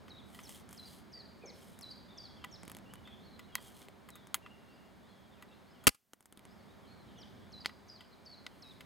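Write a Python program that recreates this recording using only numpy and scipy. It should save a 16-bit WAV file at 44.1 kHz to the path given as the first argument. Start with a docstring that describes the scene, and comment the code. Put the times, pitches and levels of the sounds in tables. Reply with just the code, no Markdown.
"""A flintlock is handled over a garden table, close to a small camera, above a low outdoor rumble.
First a sparrow chirps, further birds sing and something knocks far off, while the hand rubs and creaks
on the stock by friction and the trigger and sear click. Near 5.9 s the cock falls and the flint scrapes
the frizzen open; the snap drives the camera's gain down for about half a second.
Then the grip creaks again, the sparrow returns and a few last clicks set the lock ringing."""
import sys
import numpy as np
from scipy import signal
from scipy.fft import rfft, irfft
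from scipy.io import wavfile
from scipy.ndimage import uniform_filter1d, minimum_filter1d

SR = 44100
rng = np.random.default_rng(int(sys.argv[2]) if len(sys.argv) > 2 else 0)


def to_wav(s):
    """Save 16-bit WAV."""
    ch = np.atleast_2d(s).T  # columns
    pcm = np.round(np.clip(ch, -1, 1) * 32767)  # PCM
    wavfile.write(sys.argv[1], SR, pcm.astype(np.int16))


N = 390285
T = np.arange(N) / SR
HIT_T = T[:SR // 5]

# Spectrum of the outdoor air. Each row: frequency in Hz, relative level in dB.
AIR_SPECTRUM = [(15, -66.5), (25, -25.5), (76, -2.5), (161, -5.5), (195, 1.5), (344, -11), (405, -9),
                (451, -15.5), (575, -14), (2350, -26), (2550, -31.5), (3340, -28.5), (5730, -36),
                (14000, -47), (16000, -48)]
# Likeness of the air at the two ports. Each row: frequency in Hz, left-right correlation.
AIR_CORRELATION = [(60, 0.025), (250, 0.042), (640, 0.5), (1400, 0.5), (3100, 0.75), (7000, 1), (15000, 0)]
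# Slow swell of the rumble. Each row: time in seconds, relative level in dB.
RUMBLE_SWELL = [(0, -60.5), (1.3, -63), (2.55, -61.5), (2.7, -59.5), (4, -64.5), (5.8, -66.5), (6.5, -63.5),
                (7.35, -60), (8, -67), (8.85, -63)]
# Phrases of distant birds, and one brief ringing tone of the hand's rub near 3.5 s. Each row: start and
# length in seconds, start and end pitch in Hz, relative level in dB, warble as a share of the pitch.
FAINT_TONES = [(1.154, .12, 1940, 1700, -72.5, 0.0092), (1.413, 0.11, 2500, 2040, -65, .015),
               (2.08, .4, 3600, 3230, -70, .025), (2.857, 0.083, 2760, 3020, -65, 0.01),
               (3.039, 0.13, 3640, 3300, -64.5, 0.028), (3.225, 0.16, 4340, 4050, -68.5, 0.026),
               (3.393, 0.095, 3093, 4300, -70.5, 0.018), (3.519, 0.068, 3250, 3150, -63, 0.0089),
               (4.103, .17, 4025, 3140, -68, .02), (4.419, 0.15, 2750, 2800, -68.5, 0.0093),
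               (4.6, .3, 2710, 2850, -74, .012), (5.083, .2, 3370, 3290, -75, 0.017),
               (6.56, 0.1, 4580, 4100, -77, 0.0507), (6.869, .1, 4330, 4290, -68, 0.034),
               (7.158, 0.11, 3300, 3354, -65, 0.061), (8.112, 0.045, 4290, 3900, -71, .03),
               (8.369, 0.036, 4170, 4400, -63.5, 0.021)]
# Sparrow chirps. Each row: start in seconds, held pitch in Hz, delay of the fall in seconds,
# upward hop before the fall in Hz, end pitch in Hz, relative level in dB.
SPARROW_CHIRPS = [(0.088, 3810, 0.091, 200, 3270, -57), (.428, 5420, 0.031, 2, 3370, -54.5),
                  (0.767, 4040, 0.092, 945, 4080, -54), (1.118, 4680, 0.077, 3, 3680, -51.5),
                  (1.456, 5330, 0.034, 3, 3320, -51), (1.812, 3994, 0.096, 953, 4020, -51),
                  (2.171, 4670, 0.077, 13, 3750, -51.5), (2.511, 5370, 0.035, 40, 3330, -52.5),
                  (7.177, 5530, 0.036, -0.5, 3330, -57), (7.516, 4010, 0.089, 1002, 4200, -53.5),
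                  (7.879, 4850, .074, -6.5, 3800, -56.5), (8.249, 4460, 0.078, -0.5, 3800, -55),
                  (8.615, 3850, .085, 150, 3350, -56.5)]
# Strokes of skin on wood and steel. Each row: start and length in seconds, relative level in dB.
RUB_STROKES = [(0.248, 0.32, -66), (0.465, 0.17, -60.5), (.68, .15, -65.5), (0.796, 0.24, -64.5),
               (1.517, 0.25, -67.5), (1.69, 0.33, -76), (3.576, 0.16, -63.5), (3.714, .16, -65),
               (8.4, 0.54, -79)]
# Spectrum of sliding skin. Each row: frequency in Hz, relative level in dB.
RUB_SPECTRUM = [(1180, -40), (2000, -6), (2600, -9), (3200, 3), (4120, -8.5), (9580, -4), (15100, -11),
                (16000, -21)]
# Modes of the lock. Each row: frequency in Hz, relative level in dB, nominal 60 dB decay in seconds.
LOCK_MODES = [(805, -17, 0.17), (994, -4.5, 0.063), (1210, 4.5, 0.015), (1474, -4.5, 0.035),
              (1954, -6, 0.0544), (2055, -0.5, .025), (2750, -11.5, 0.031), (3150, -2, 0.022),
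              (3630, -7.5, 0.017), (4310, -8.5, .022), (5020, -8, 0.026), (6680, -4, 0.019),
              (7750, -5, 0.022), (8190, -9, 0.013), (9990, -5, .02), (11450, -11, .03), (11500, -3.5, .02)]
# Low modes of the wooden stock. Each row: as for the lock.
STOCK_MODES = [(270, 0, .04), (490, -5, .028), (780, -8, .025), (1220, -3, .025)]
# Creaks of the grip. Each row: start in seconds, number of slips, relative body and treble levels in dB.
GRIP_CREAKS = [(0.493, 1, -50.5, -45), (0.691, 4, -57, -52), (1.79, 1, -59, -50), (1.811, 2, -54.5, -49),
               (2.633, 2, -50, -49), (2.679, 2, -47, -47), (2.717, 1, -48.5, -45.5),
               (2.749, 3, -49.5, -49.5), (2.937, 2, -48, -48.5), (3.818, 1, -50.5, -61),
               (3.885, 1, -51, -57), (4.104, 1, -70, -50.5), (4.271, 1, -57, -54.5), (6.134, 1, -28, -26.5),
               (6.207, 2, -46, -41.5), (6.257, 1, -46, -40.5), (6.325, 1, -45.5, -42.5),
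               (6.374, 2, -46.5, -49), (6.453, 1, -51, -51.5)]
# Clicks of trigger and sear. Each row: start in seconds, relative body and steel tick levels in dB,
# centre frequency of the contact in Hz.
TRIGGER_CLICKS = [(0.081, -51, -67, 2010), (0.347, -53.5, -58, 2800), (0.39, -45, -80, 1850),
                  (2.441, -40.5, -64, 2250), (2.445, -38.5, -50, 1960), (3.074, -51, -70, 2000),
                  (3.393, -47.5, -56.5, 2420), (3.5535, -27, -29.5, 2630), (3.581, -46.5, -69, 1650),
                  (4.088, -46.5, -55.5, 1452), (4.155, -53.5, -55.5, 1746), (4.3436, -24, -25.5, 2030),
                  (4.3487, -37.5, -37.5, 2230), (4.462, -44.5, -74, 1800), (5.424, -47.5, -56.5, 1740),
                  (5.839, -52.5, -56, 1700), (7.647, -44, -70, 2600), (7.659, -24, -41, 3360),
                  (7.693, -47, -70, 2090), (8.007, -51, -67, 2350), (8.465, -37.5, -58, 3000),
                  (8.807, -47, -58, 2250)]
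# Blows of the falling cock, then a faint late tick.
# Each row: start in seconds, relative level in dB, scrape decay in seconds.
SNAP_EVENTS = [(5.8691, 0, .019), (5.8744, -1, .014), (5.8777, -1.5, .014), (5.8897, -14, .016),
               (5.946, -45, .03)]
# Spectrum of flint scraping steel. Each row: frequency in Hz, relative level in dB.
SCRAPE_SPECTRUM = [(45, 2), (120, -1.5), (300, -4.5), (600, -2.5), (950, -8.5), (1350, 0), (1700, -8.5),
                   (2750, 2.5), (3600, -7.5), (4700, 1), (6500, -5), (9000, -2.5), (12000, -5.5),
                   (15500, -12.5)]

NOTE_S = .07  # typical length of a distant bird's note


def undb(db):
    """Decibels to amplitude ratio."""
    return 10 ** (np.asarray(db) / 20)


def unit(x):
    """Normalisation to rms 1."""
    return x / np.sqrt(np.mean(x ** 2))


def power(x):
    """Mean square over 2 ms."""
    return np.abs(uniform_filter1d(x ** 2, 88, mode="constant")) + 1e-18


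def unit_peak(x):
    """Normalisation of a transient to rms 1 at its loudest moment."""
    return x / np.sqrt(power(x).max())


def fade(t, t60):
    """Exponential decay by 60 dB in t60 seconds."""
    return np.exp(-np.log(1000) * t / max(t60, 1e-4))


def at_bins(points, n):
    """Log-frequency interpolation of (Hz, value) points at the bins of an n-sample spectrum."""
    hz, value = np.transpose(points)
    return np.interp(np.log(np.arange(n // 2 + 1) * SR / n + 1), np.log(hz), value)


def colour(x, points):
    """Zero-phase filtering by a (Hz, dB) curve."""
    return irfft(rfft(x) * undb(at_bins(points, x.shape[-1])), x.shape[-1])


def band(x, lo_hz, hi_hz, order=2):
    """Causal band-pass filtering."""
    return signal.sosfilt(signal.butter(order, [lo_hz, hi_hz], "band", fs=SR, output="sos"), x)


def noise(t):
    """White noise along the time axis t."""
    return rng.standard_normal(len(t))


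def add(track, s, x):
    """Superposition of x on the track from s seconds."""
    i = max(int(s * SR), 0)
    track[i:i + len(x)] += x[:max(N - i, 0)]


def stereo(mid, side=0):
    """Mid-side decoding to left and right."""
    return np.array([mid + side, mid - side])


def whine():
    """Narrow-band noise is heard as a pitch: the camera's own faint whine."""
    return undb(-91) * unit(band(noise(T), 13740, 13860))


def outdoors():
    """Partially coherent ambient noise: the bass swells and is nearly unrelated between the ports."""
    correlation = np.clip(at_bins(AIR_CORRELATION, N), -1, 1)
    side_gain = np.sqrt((1 - correlation) / (1 + correlation + 1e-6))
    mid = noise(T)
    side = irfft(rfft(noise(T)) * side_gain, N)
    air = colour(stereo(mid, side), AIR_SPECTRUM)
    air /= np.std(air.mean(axis=0))
    bass = signal.sosfiltfilt(signal.butter(2, 420, fs=SR, output="sos"), air)
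    swell_db = np.interp(T, *np.transpose(RUMBLE_SWELL))
    lean = undb([[-1.2], [1.6]])  # the rumble is stronger on the right
    return bass * lean * undb(swell_db + 2) + (air - bass) * undb(-38 + .27 * swell_db)


def garden_scatter(x, t60, lo_hz, hi_hz):
    """Diffuse reflection from walls and foliage builds up and decays, nearly alike at both ports."""
    t = T[:SR]
    mid, side = (band(noise(t), lo_hz, hi_hz) * fade(t, t60) * (1 - fade(t, .1)) for _ in range(2))
    tail = stereo(mid, .2895 * side) / np.sqrt(np.sum(mid ** 2))
    return signal.fftconvolve(x[None], tail, axes=1)[:, :N]


def far_knock():
    """A band-limited impact across the garden: a dull knock with a fast decay and a slow tail."""
    out = np.zeros(N)
    t = T[:SR // 2]
    envelope = fade(t, .084) + undb(-9) * fade(t, 1)
    add(out, 1.437, unit_peak(band(noise(t), 370, 620) * envelope))
    return stereo(undb(-46.5) * out)


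def whistle(contour, waver, flutter_db):
    """Random frequency and amplitude modulation make a tone tremble along (s, Hz, dB) points."""
    s, hz, db = np.transpose(contour)
    t = T[:int(max(s[-1], .02) * SR)]
    tremble, flutter = (unit(uniform_filter1d(noise(t), size=200)) for _ in range(2))
    hz = uniform_filter1d(np.interp(t, s, hz), size=200) * (1 + waver * tremble)
    gain = undb(np.interp(t, s, db) + flutter_db * flutter) * signal.windows.tukey(len(t), .1)
    return np.sqrt(2) * gain * np.sin(2 * np.pi * np.cumsum(hz) / SR)


def note_contour(length, start_hz, end_hz):
    """A faint note's glide, in uneven steps of pitch and level, as (s, Hz, dB) points."""
    s = np.linspace(0, length, 7)
    step, stress = rng.uniform(-1.394, 1, (2, len(s)))
    hz = np.linspace(start_hz, end_hz, len(s)) * (1 + .03 * step)
    arch_db = 7 * (np.sin(np.pi * s / length) - 1)
    return np.transpose([s, hz, arch_db + 4 * stress])


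def chatter(notes_per_s=6, centre_hz=3600):
    """A random point process: the furthest birds give short gliding notes at chance times and pitches."""
    out = np.zeros(N)
    for _ in range(round(notes_per_s * N / SR)):
        pitch_oct, glide_oct = rng.uniform(-1.7, 1.7, 2) * [.25, .2]
        hz = centre_hz * 2 ** pitch_oct
        contour = note_contour(NOTE_S, hz, hz * 2 ** glide_oct)
        add(out, rng.uniform(0, N / SR), whistle(contour, waver=.02, flutter_db=3))
    return undb(-76) * out


def faint_tones(duty=.87, scatter_db=2):
    """Gated frequency sweeps: the warbling notes of distant birds, and one ringing tone of the rub."""
    out = np.zeros(N)
    for start, length, start_hz, end_hz, db, warble in FAINT_TONES:
        count = max(round(length / NOTE_S), 1)
        hz = np.linspace(start_hz, end_hz, count + 1)
        for k in range(count):
            contour = note_contour(duty * length / count, hz[k], hz[k + 1])
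            note = whistle(contour, warble, flutter_db=2)
            add(out, start + k * length / count, undb(db + scatter_db * rng.standard_normal()) * note)
    return out


def chirp_contour(held_hz, fall_at, hop_hz, end_hz):
    """A chirp's modulation as (s, Hz, dB) points: a dive, a sagging note, perhaps a hop up, a fall."""
    top_hz, dive_s, sag_hz_per_s = 6700, .0115, 1130
    swell_s, break_s = .012, .0081
    fall_s = .018 + .172 * fall_at  # a longer chirp falls more slowly
    s = np.linspace(0, fall_at + fall_s, 128)
    dive = (top_hz - held_hz) * np.exp(-(s / dive_s) ** 1.7)
    hop = hop_hz * np.interp(s, [fall_at - break_s, fall_at], [0, 1])
    held = held_hz + dive + hop - sag_hz_per_s * (s - fall_at / 2)
    fall = np.clip((s - fall_at) / fall_s, 0, 1)
    corners_s = [0, swell_s, (swell_s + fall_at) / 2, fall_at + fall_s / 3, s[-1]]
    db = np.interp(s, corners_s, [-15, 0, -4.5, -1.5, -10.5])
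    db -= .005 * hop_hz * np.exp(-((s - fall_at + break_s) / break_s) ** 2)  # a dip before the hop
    return np.transpose([s, held + (end_hz - held) * fall, db])


def sparrow():
    """Frequency modulation of a near-pure tone forms each chirp."""
    out = np.zeros(N)
    for start, held_hz, fall_at, hop_hz, end_hz, db in SPARROW_CHIRPS:
        contour = chirp_contour(held_hz, fall_at, hop_hz, end_hz)
        add(out, start, undb(db) * whistle(contour, waver=.0067, flutter_db=3.5))
    return out


def birds(echo_s=.058):
    """The direct-to-diffuse ratio falls with distance; the near sparrow also echoes once off a wall."""
    near = sparrow()
    faint = faint_tones() + chatter()  # distant birds, and the rub's one tone
    echo = np.zeros(N)
    add(echo, echo_s, undb(-18) * near)
    direct = stereo(undb(-1.5) * near + echo + undb(2) * faint)
    scattered = undb(-13) * near + undb(-6.5) * faint
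    return direct + garden_scatter(scattered, t60=.7, lo_hz=1200, hi_hz=9000)


def rubs(catches_per_s=300):
    """Sliding friction: each stroke of skin on the gun swells and fades as a hiss of tiny uneven slips."""
    strokes = np.zeros(N)
    for start, length, db in RUB_STROKES:
        add(strokes, start, undb(db) * signal.windows.cosine(int(length * SR)) ** .88)
    grain = undb(2.8 * unit(uniform_filter1d(noise(T), size=130)))
    catches = (rng.random(N) < catches_per_s / SR) * undb(6 * noise(T))
    grit = unit(uniform_filter1d(catches, size=24) * noise(T))
    friction = unit(noise(T) * grain) + undb(-10) * grit
    return undb(2.5) * strokes * unit(colour(friction, RUB_SPECTRUM))


def ring(modes, decay_scale, scatter_db):
    """Free vibration of damped modes, one row each; every blow weights and tunes them anew."""
    hz, db, t60 = np.transpose(modes)
    weight, detune = rng.standard_normal((len(hz), 2)).T
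    hz = hz * (1 + .015 * detune)
    gain = (-1) ** np.arange(len(hz)) * undb(db + scatter_db * weight)
    waves = [np.sin(2 * np.pi * f * HIT_T) * fade(HIT_T, d * decay_scale) for f, d in zip(hz, t60)]
    return gain[:, None] * waves


def stock_knock(decay_scale, scatter_db):
    """Modal superposition: the wood's low, heavily damped modes sum to a knock."""
    return unit_peak(ring(STOCK_MODES, decay_scale, scatter_db).sum(axis=0))


def lock_ring(decay_scale, centre_hz):
    """Selective excitation: a harder contact favours higher body modes. Gives (body, high steel) rings."""
    hz = np.transpose(LOCK_MODES)[0]
    modes = ring(LOCK_MODES, decay_scale, scatter_db=-2.5)
    high = hz > 6000
    contact = np.exp(-(np.log2(hz / centre_hz) / 1.278) ** 2)
    return unit_peak((contact * ~high) @ modes), unit_peak(high @ modes)


def slips(stick_s=.019, jitter_s=.00065, scatter_db=3, last_slip_db=-6):
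    """Stick-slip motion releases the grip almost periodically; yields (s, body dB, treble dB) per slip."""
    for start, count, body_db, treble_db in GRIP_CREAKS:
        yield start, body_db, treble_db
        for k in range(1, count):
            late, force = rng.standard_normal(2)
            change_db = scatter_db * force + last_slip_db * (k == count - 1)
            yield start + k * stick_s + jitter_s * late, body_db + change_db, treble_db + change_db


def creaks():
    """Step excitation: each slip of the grip nudges lock and stock, and the hand damps them at once."""
    out = np.zeros(N)
    for start, body_db, treble_db in slips():
        body, _ = lock_ring(decay_scale=.23, centre_hz=2350)
        slip = noise(HIT_T) * (fade(HIT_T, .0017) + undb(-16.5) * fade(HIT_T, .032))
        wood = stock_knock(decay_scale=.45, scatter_db=-10)
        low = undb(-6) * body + unit_peak(band(slip, 790, 4700)) + undb(-3) * wood
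        treble = unit_peak(band(slip, 4600, 11400))
        add(out, start, undb(body_db) * low + undb(treble_db) * treble)
    return out


def clicks(light_db=-43):
    """Impact excitation: trigger and sear make a crack of contact, ring the lock and knock the wood."""
    out = np.zeros(N)
    for start, body_db, tick_db, centre_hz in TRIGGER_CLICKS:
        # a firmer click presses the parts together, so they ring more briefly
        decay_scale = 2 ** (-.1 * (body_db - light_db))
        body, steel = lock_ring(decay_scale, centre_hz)
        rattle = fade(HIT_T, .03 * decay_scale) + undb(-19.5) * fade(HIT_T, .083)
        crack = unit_peak(band(noise(HIT_T), .73 * centre_hz, 1.69 * centre_hz) * rattle)
        tick = unit_peak(band(noise(HIT_T), 8200, 20000, order=3) * rattle)
        wood = stock_knock(decay_scale=.51, scatter_db=-8.5)
        low = undb(-2) * body + undb(-6.5) * crack + undb(-33) * wood
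        treble = undb(-1.5) * steel + undb(-3.5) * tick
        add(out, start, undb(body_db) * low + undb(tick_db) * treble)
    return out


def snap(side_delay_s=.0009):
    """Friction and impact: flint scrapes the frizzen open, the cock stops and the frizzen rebounds.
    A faint late tick follows."""
    scrape, lock, stock = np.zeros((3, N))
    for start, db, t60 in SNAP_EVENTS:
        # the flint bites for a moment before the scrape dies away
        bite = np.minimum(undb(9) * fade(HIT_T, t60), 1) + undb(-29) * fade(HIT_T, .05)
        add(scrape, start, undb(db) * bite * unit(colour(noise(HIT_T), SCRAPE_SPECTRUM)))
        body, steel = lock_ring(decay_scale=.8, centre_hz=2900)
        add(lock, start, undb(db) * (undb(-14.5) * body + undb(-8.5) * steel))
    # the wood takes the whole swing as one thump
    add(stock, 5.874, stock_knock(decay_scale=.96, scatter_db=-3))
    mid = band(scrape, 45, 17000) + lock + undb(-6.5) * stock
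    # so close by, the thump and the scrape's lows and top treble reach the two ports out of step
    side = undb(-3.5) * stock + undb(6) * band(scrape, 120, 1500)
    side += undb(-5.5) * band(scrape, 12000, 20000)
    return undb(18) * stereo(mid, np.roll(side, int(side_delay_s * SR)))


def scene():
    """Linear superposition of the close gun, its faint scatter and the garden around it."""
    gun = snap() + stereo(clicks() + creaks() + rubs())
    scatter = undb(-40) * garden_scatter(gun.mean(axis=0), t60=.2, lo_hz=506.4, hi_hz=14000)
    return gun + scatter + birds() + far_knock() + outdoors()


def gain_control(x, ceiling_db, hold_s, release_db_per_s):
    """Limiting: the gain drops at once on overload, holds, then climbs back at a steady rate."""
    level_db = 10 * np.log10(power(x[0]) / 2 + power(x[1]) / 2)
    over_db = np.maximum(level_db - ceiling_db, 0)
    size = 2 * int(hold_s * SR / 2) + 1
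    held_db = -minimum_filter1d(-over_db, size, origin=size // 2)
    ramp_db = release_db_per_s * T
    return x * undb(ramp_db - np.maximum.accumulate(held_db + ramp_db))


def record(dry):
    """The camera's ports notch the treble; limiting, soft saturation, self-noise and a low-pass follow."""
    for hz, width_hz in [(5750, 240), (7200, 210)]:
        dry = signal.lfilter(*signal.iirnotch(hz, hz / width_hz, fs=SR), dry)
    limited = gain_control(dry, ceiling_db=-13, hold_s=.056, release_db_per_s=62)
    rounded = .6 * np.tanh(limited / .6)
    self_noise = undb(-83) * noise(T) + whine()
    return signal.sosfilt(signal.ellip(8, .2, 70, 16000, fs=SR, output="sos"), rounded + self_noise)


dry = scene()
out = record(dry)
to_wav(out)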